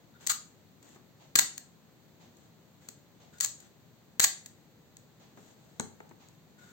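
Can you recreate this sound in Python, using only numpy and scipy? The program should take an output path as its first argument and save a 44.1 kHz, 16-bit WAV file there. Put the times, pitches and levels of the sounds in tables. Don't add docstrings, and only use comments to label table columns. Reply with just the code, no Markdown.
import sys
import numpy as np
from scipy import signal
from scipy.fft import rfft, irfft
from scipy.io import wavfile
from scipy.ndimage import uniform_filter1d

SR = 44100
rng = np.random.default_rng(int(sys.argv[2]) if len(sys.argv) > 2 else 0)


def pcm_store(signal):
    levels = np.round(np.clip(np.atleast_2d(signal), -1, 1) * 32767)
    wavfile.write(sys.argv[1], SR, levels.astype(np.int16).T)


N = 296330
T = np.arange(N) / SR
SHORT = T[:SR // 2]
BLOW_SAMPLES = .002 * SR

# frequency in Hz, relative level in dB.
RUMBLE_COLOUR = [(15, -69.5), (25, -44.5), (48, -22.5), (106, -6), (162, -3), (202, -7), (230, -6),
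                 (261, -10), (630, -17.5), (2000, -33), (2600, -63.5), (4400, -120)]
HISS_COLOUR = [(500, 1.5), (2000, 4), (3000, 2), (4300, 4.5), (5200, -4.5), (6700, 2), (8500, -4),
               (12000, -5.5), (15500, 0)]
CLOCK_COLOUR = [(200, -7), (850, 7), (1400, -4.5), (2800, -3.5), (4200, -3), (5400, -10), (6500, -2.5),
                (9000, -17.5), (15000, -30.5)]
SKIN_COLOUR = [(150, -8.5), (600, -2.5), (1500, 4), (2800, -0.5), (4200, -1.5), (5300, -7), (7000, 4.5),
               (9000, -6), (15000, -15)]
LEATHER_COLOUR = [(35, -44.5), (80, -19), (250, 5), (430, 1.5), (600, -4), (880, 0.5), (1450, -6.5),
                  (2200, -8.5), (3000, -21), (6000, -60), (15000, -57)]
STRUT_COLOUR = [(300, -24), (1100, -29), (1450, 7.5), (2000, -9), (2900, -16), (3700, 8), (4300, -4),
                (5200, -11.5), (6400, 7), (7300, 9), (8500, 2.5), (13000, -25)]
LEVER_COLOUR = [(100, -29.5), (600, -24.5), (1300, -18.5), (2000, -14.5), (2900, -16), (4400, -4),
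                (5300, -13.5), (6400, 3), (7600, 4.5), (8800, -7), (12000, -18.5), (15000, -10.5)]
HOUSING_COLOUR = [(40, -37.5), (250, -19.5), (550, -18.5), (1100, -10), (1900, -2.5), (2700, -8.5),
                  (3400, -7), (4200, -4), (5300, -10.5), (6500, -8), (7700, -1.5), (8800, 0.5),
                  (12000, -11.5), (15500, -11.5)]
MAINSPRING_COLOUR = [(500, -28.5), (950, -9.5), (1220, 1), (1520, 1), (2100, -8), (2800, -15.5), (4200, -2),
                     (6000, -12.5)]
# frequency in Hz, t60 in seconds, level in dB.
ROOM_BANDS = [(151, 0.34, -7.5), (599, 0.36, -6.5), (1930, 0.39, -14), (4687, 0.33, -8),
              (7804, 0.34, -11.5), (14020, 0.15, -9)]
# frequency in Hz, relative level in dB, t60 in seconds.
SQUEAK_MODES = [(1442, 3, .05), (3620, -11, .02)]
CASE_MODES = [(99.6, -5, 0.3), (153, -3.5, 0.21), (180.5, 2.5, 0.21), (221, -1.5, .13), (287, -3, 0.12),
              (387, -2, 0.14), (435, -2.5, 0.18)]
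SPRING_MODES = [(1608, -2.5, .2), (1781, -1, .18), (1924, -0.5, .17), (2140, -9.5, .1), (3730, -10, .12),
                (3940, -6, .13), (4100, -7, .12), (4375, -5.5, .13), (4600, -6.5, 0.17), (6420, -5.5, .15),
                (7040, -1.5, .12), (7130, 0.5, .13), (7226, -4.5, .16), (7700, 2, .14)]

# start and end in seconds, level in dB, leather rumble in dB relative to that level.
FINGER_RUBS = [(0.199, 0.305, -56.5, -9), (0.82, 0.974, -61, -5), (2.344, 2.489, -69.5, -3),
               (2.807, 2.891, -64, -21), (3.327, 3.385, -63, -7), (3.585, 3.681, -62, -8),
               (5.358, 5.547, -62.5, -3.5), (5.555, 5.828, -69.5, -1), (6.025, 6.128, -75.5, 10),
               (6.58, 6.743, -63.5, -13)]
# start and end in seconds, level in dB.
FINGER_SQUEAKS = [(.139, .173, -61), (3.326, 3.38, -66), (6.574, 6.74, -63.5)]
# start in seconds, level in dB, contact t60 in seconds,
# hollow boom in dB relative to the blow.
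CASE_KNOCKS = [(.959, -46.5, 0.098, -11), (2.886, -55, .04, 9), (5.374, -44.5, 0.098, -0.5),
               (5.7974, -28.5, 0.033, 0), (6.003, -39, 0.025, -21), (6.111, -45.5, 0.038, -6)]
# start in seconds, level in dB, t60 in seconds.
HANDLING_TICKS = [(.827, -49.5, 0.022), (1.5792, -29, .01), (2.369, -54.5, .013), (2.8867, -32.5, 0.015),
                  (3.3826, -45.5, 0.039), (3.602, -44.5, 0.027), (4.4598, -35, 0.022),
                  (4.9686, -42, 0.0089), (5.8069, -35, 0.012), (6.092, -54.5, 0.017), (6.286, -51, .008)]
# times of the pawl's catch, the hardest scrape and the latch in seconds,
# levels of catch, latch and scrape in dB, mainspring ring in dB relative to the scrape.
SHUTTER_COCKINGS = [(0.2712, 0.301, 0.27, -18.5, -20.5, -21, -8),
                    (3.4076, 3.436, 3.4463, -16, -17, -31, -14.5)]
# times the blades open and shut in seconds, snap level in dB,
# gear train level in dB, t60 of the shutting chatter in seconds.
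SHUTTER_FIRINGS = [(1.3547, 1.3882, -9.5, -26.5, 0.011), (4.1967, 4.2406, -11, -21, .022)]


def undb(db):
    return 10 ** (np.asarray(db) / 20)


def unit(x):
    return x / np.sqrt(np.sum(x ** 2, axis=-1, keepdims=True))


def fade(t, t60):
    return np.exp(-np.log(1000) * t / t60)


def pan(db):
    gains = undb([[db / 2], [-db / 2]])
    return gains / np.sqrt(np.mean(gains ** 2))


def add(out, start_s, x):
    i = int(start_s * SR)
    out[..., i:i + x.shape[-1]] += x[..., :N - i]


def ring(x, response):
    return signal.fftconvolve(np.atleast_2d(x), np.atleast_2d(response), axes=-1)[:, :x.shape[-1]]


def colour(points, size=4096):
    hz, db = np.transpose(points)
    bin_hz = np.arange(size // 2 + 1) * SR / size
    gain = undb(np.interp(np.log(bin_hz + 1), np.log(hz), db))
    cepstrum = irfft(np.log(gain))
    cepstrum[1:size // 2] *= 2
    cepstrum[size // 2 + 1:] = 0
    return unit(irfft(np.exp(rfft(cepstrum))))


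def modes(table, spread_rad):
    tones = 0
    for hz, db, t60 in table:
        phase = 2 * np.pi * hz * SHORT + spread_rad * rng.standard_normal((2, 1))
        tones += undb(db) * unit(fade(SHORT, t60) * np.cos(phase))
    return unit(tones)


def near_noise(count, lag_samples=8):
    shared, left, right = rng.standard_normal((3, count))
    return np.array([shared + left, np.roll(shared, lag_samples) + right])


def chatter(t60, rise_s=.0004, count=4096, smooth_bins=180):
    t = T[:count]
    envelope = fade(t, t60) * (1 - np.exp(-t / rise_s))
    spectrum = rfft(near_noise(count) * envelope, 2 * count)
    even = spectrum / np.sqrt(uniform_filter1d(abs(spectrum) ** 2, smooth_bins))
    return unit(irfft(even)[:, :count]) * np.sqrt(BLOW_SAMPLES)


def room_tone(rumble_db=-61, hiss_db=-66, apart_db=-3):
    noise = rng.standard_normal(N) + undb(apart_db) * rng.standard_normal((2, N))
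    rumble = ring(noise * pan(3), colour(RUMBLE_COLOUR))
    hiss = ring(rng.standard_normal((2, N)), colour(HISS_COLOUR))
    return rumble * undb(rumble_db) / np.std(rumble.mean(axis=0)) + hiss * undb(hiss_db)


def clock(first_tick_s=.195, swell_s=.015, tail_t60=.51, tick_db=-56):
    since_tick = (T - first_tick_s) % 1
    envelope = (1 - np.exp(-since_tick / swell_s)) * fade(since_tick, tail_t60)
    return ring(rng.standard_normal((2, N)) * envelope, colour(CLOCK_COLOUR)) * undb(tick_db)


def room_echo(x, first_wall_s=.0027, build_s=.0061):
    hz, t60, db = np.transpose(ROOM_BANDS)
    t = T[:SR * 3 // 4]
    spectrum = rfft(rng.standard_normal((2, len(t))))
    bin_hz = np.arange(spectrum.shape[1]) * SR / len(t)
    band_position = np.interp(np.log(bin_hz + 1), np.log(hz), np.arange(len(hz)))
    onset = 1 - np.exp(-np.maximum(t - first_wall_s, 0) / build_s)
    response = 0
    for k in range(len(hz)):
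        band = irfft(spectrum * np.maximum(1 - abs(band_position - k), 0), len(t))
        response += band * unit(onset * fade(t, t60[k])) * undb(db[k])
    return ring(x, response)


def strokes(table):
    envelope = 0
    for start, end, db in table:
        from_middle = np.minimum(abs(2 * (T - start) / (end - start) - 1), 1)
        envelope += undb(db) * np.sqrt(1 - from_middle ** 4)
    return envelope


def fingers(grain_db=1.5, step_samples=128):
    step_gains = undb(grain_db * rng.standard_normal(N // step_samples + 1))
    grain = np.repeat(step_gains, step_samples)[:N]
    friction = unit(rng.standard_normal((2, N)) * grain) * np.sqrt(N) * pan(3)
    slip = strokes([(start, end, db) for start, end, db, _ in FINGER_RUBS])
    press = strokes([(start, end, db + leather_db) for start, end, db, leather_db in FINGER_RUBS])
    rub = ring(friction * slip, colour(SKIN_COLOUR))
    rumble = ring(friction * press, colour(LEATHER_COLOUR))
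    squeak = ring(friction * strokes(FINGER_SQUEAKS), modes(SQUEAK_MODES, spread_rad=.43))
    return rub + rumble + squeak


def case_knocks(struts_db=-18, struts_t60=.0095, loose_db=-36.5, rattle_db_per_db=2.7353):
    taps, rattles, booms = np.zeros((3, 2, N))
    hollow = modes(CASE_MODES, spread_rad=1) * np.sqrt(BLOW_SAMPLES)
    for start, db, t60, boom_db in CASE_KNOCKS:
        gain = undb(db) * pan(3)
        rattle_db = struts_db + rattle_db_per_db * max(db - loose_db, 0)
        add(taps, start, chatter(t60) * gain)
        add(rattles, start, chatter(struts_t60) * undb(rattle_db) * gain)
        add(booms, start, hollow * undb(boom_db) * gain)
    return ring(taps, colour(LEATHER_COLOUR)) + ring(rattles, colour(STRUT_COLOUR)) + booms


def handling(pan_db=3, share=.38):
    return [(start, db, t60, pan_db, share) for start, db, t60 in HANDLING_TICKS]


def gear_run(seconds, first_db, last_db, tooth_hz=390, tooth_t60=.0267, uneven_db=-1.7):
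    t = T[:max(int(seconds * SR), 2)]
    teeth_passed = t * tooth_hz
    tooth_gains = undb(uneven_db * rng.standard_normal(256))
    ticks = fade(teeth_passed % 1 / tooth_hz, tooth_t60) * tooth_gains[teeth_passed.astype(int)]
    rasp = unit(near_noise(len(SHORT))[:, :len(t)] * ticks) * np.sqrt(len(t))
    return rasp * undb(np.linspace(first_db, last_db, len(t)))


def cocking(swell_s=.008, ease_s=.021, ratchet_spring_db=-19, pan_db=6, share=.16):
    snaps, runs = [], []
    for catch, tight, latch, catch_db, latch_db, scrape_db, ring_db in SHUTTER_COCKINGS:
        snaps += [(catch - .005, catch_db - 9, .0071, pan_db, share),
                  (catch, catch_db, .014, pan_db, share),
                  (latch, latch_db, .018, pan_db, share),
                  (latch + .013, latch_db - 11, .014, pan_db, share)]
        runs += [(catch, latch, catch_db - 19, catch_db - 16, pan_db, share, ratchet_spring_db),
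                 (tight - swell_s, tight, scrape_db - 10, scrape_db, pan_db, share, ring_db),
                 (tight, tight + ease_s, scrape_db, scrape_db - 10, pan_db, share, ring_db)]
    return snaps, runs


def firing(travel_s=.0046, bounce_s=.0016, engage_s=.015, drive_t60=.012, stop_t60=.0046,
           drive_pan_db=6, stop_pan_db=2.5, shut_pan_db=3, gears_pan_db=-.5,
           drive_share=.6, stop_share=.83, shut_share=.48, gears_share=.16, gears_spring_db=-23):
    snaps, runs = [], []
    for opens, shuts, db, gears_db, shut_t60 in SHUTTER_FIRINGS:
        stop, last_snap = opens + travel_s, shuts + travel_s
        snaps += [(opens, db, drive_t60, drive_pan_db, drive_share),
                  (stop, db - 1, stop_t60, stop_pan_db, stop_share),
                  (stop + bounce_s, db - 7, stop_t60, stop_pan_db, drive_share)]
        snaps += [(start, db + 2.26, shut_t60, shut_pan_db, shut_share) for start in (shuts, last_snap)]
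        runs.append((opens + engage_s, last_snap, gears_db - 6, gears_db,
                     gears_pan_db, gears_share, gears_spring_db))
    return snaps, runs


def recoil(hz=150, t60=.0043, relative_db=-21):
    jolts = np.zeros((2, N))
    jolt = unit(np.sin(2 * np.pi * hz * SHORT) * fade(SHORT, t60)) * np.sqrt(BLOW_SAMPLES)
    for opens, _, db, *_ in SHUTTER_FIRINGS:
        add(jolts, opens, jolt * undb(db + relative_db) * pan(6))
    return jolts


def shutter(springs_db=-13):
    lever, housing, winding = np.zeros((3, 2, N))
    cock_snaps, cock_runs = cocking()
    fire_snaps, fire_runs = firing()
    for start, db, t60, pan_db, share in cock_snaps + fire_snaps + handling():
        force = chatter(t60) * undb(db) * pan(pan_db)
        add(lever, start, force * (1 - share))
        add(housing, start, force * share)
    for start, end, first_db, last_db, pan_db, share, mainspring_db in cock_runs + fire_runs:
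        force = gear_run(end - start, first_db, last_db) * pan(pan_db)
        add(lever, start, force * (1 - share))
        add(housing, start, force * share)
        add(winding, start, force * undb(mainspring_db))
    steel = ring(lever, colour(LEVER_COLOUR)) + ring(housing, colour(HOUSING_COLOUR))
    springs = undb(springs_db) * ring(housing, modes(SPRING_MODES, spread_rad=2))
    mainspring = ring(winding, colour(MAINSPRING_COLOUR))
    return steel + springs + mainspring + recoil()


def scene():
    camera = shutter() + case_knocks() + fingers()
    return camera + room_echo(camera[0]) * pan(2) + clock() + room_tone()


def record(dry, ceiling=.81, bass_hz=48, top_hz=15900, self_noise_db=-83,
           dip_hz=10080, dip_half_width_hz=1400, dip_db=-25):
    rounded = ceiling * np.tanh(dry / ceiling)
    low_cut = signal.butter(2, bass_hz, "high", fs=SR, output="sos")
    high_cut = signal.ellip(8, .2, 70, top_hz, fs=SR, output="sos")
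    hz = np.arange(N // 2 + 1) * SR / N
    dip = undb(dip_db * np.exp(-((hz - dip_hz) / dip_half_width_hz) ** 8))
    dulled = irfft(rfft(signal.sosfilt(low_cut, rounded)) * dip, N)
    self_noise = undb(self_noise_db) * rng.standard_normal((2, N))
    return signal.sosfilt(high_cut, dulled + self_noise)


dry = scene()
out = record(dry)
pcm_store(out)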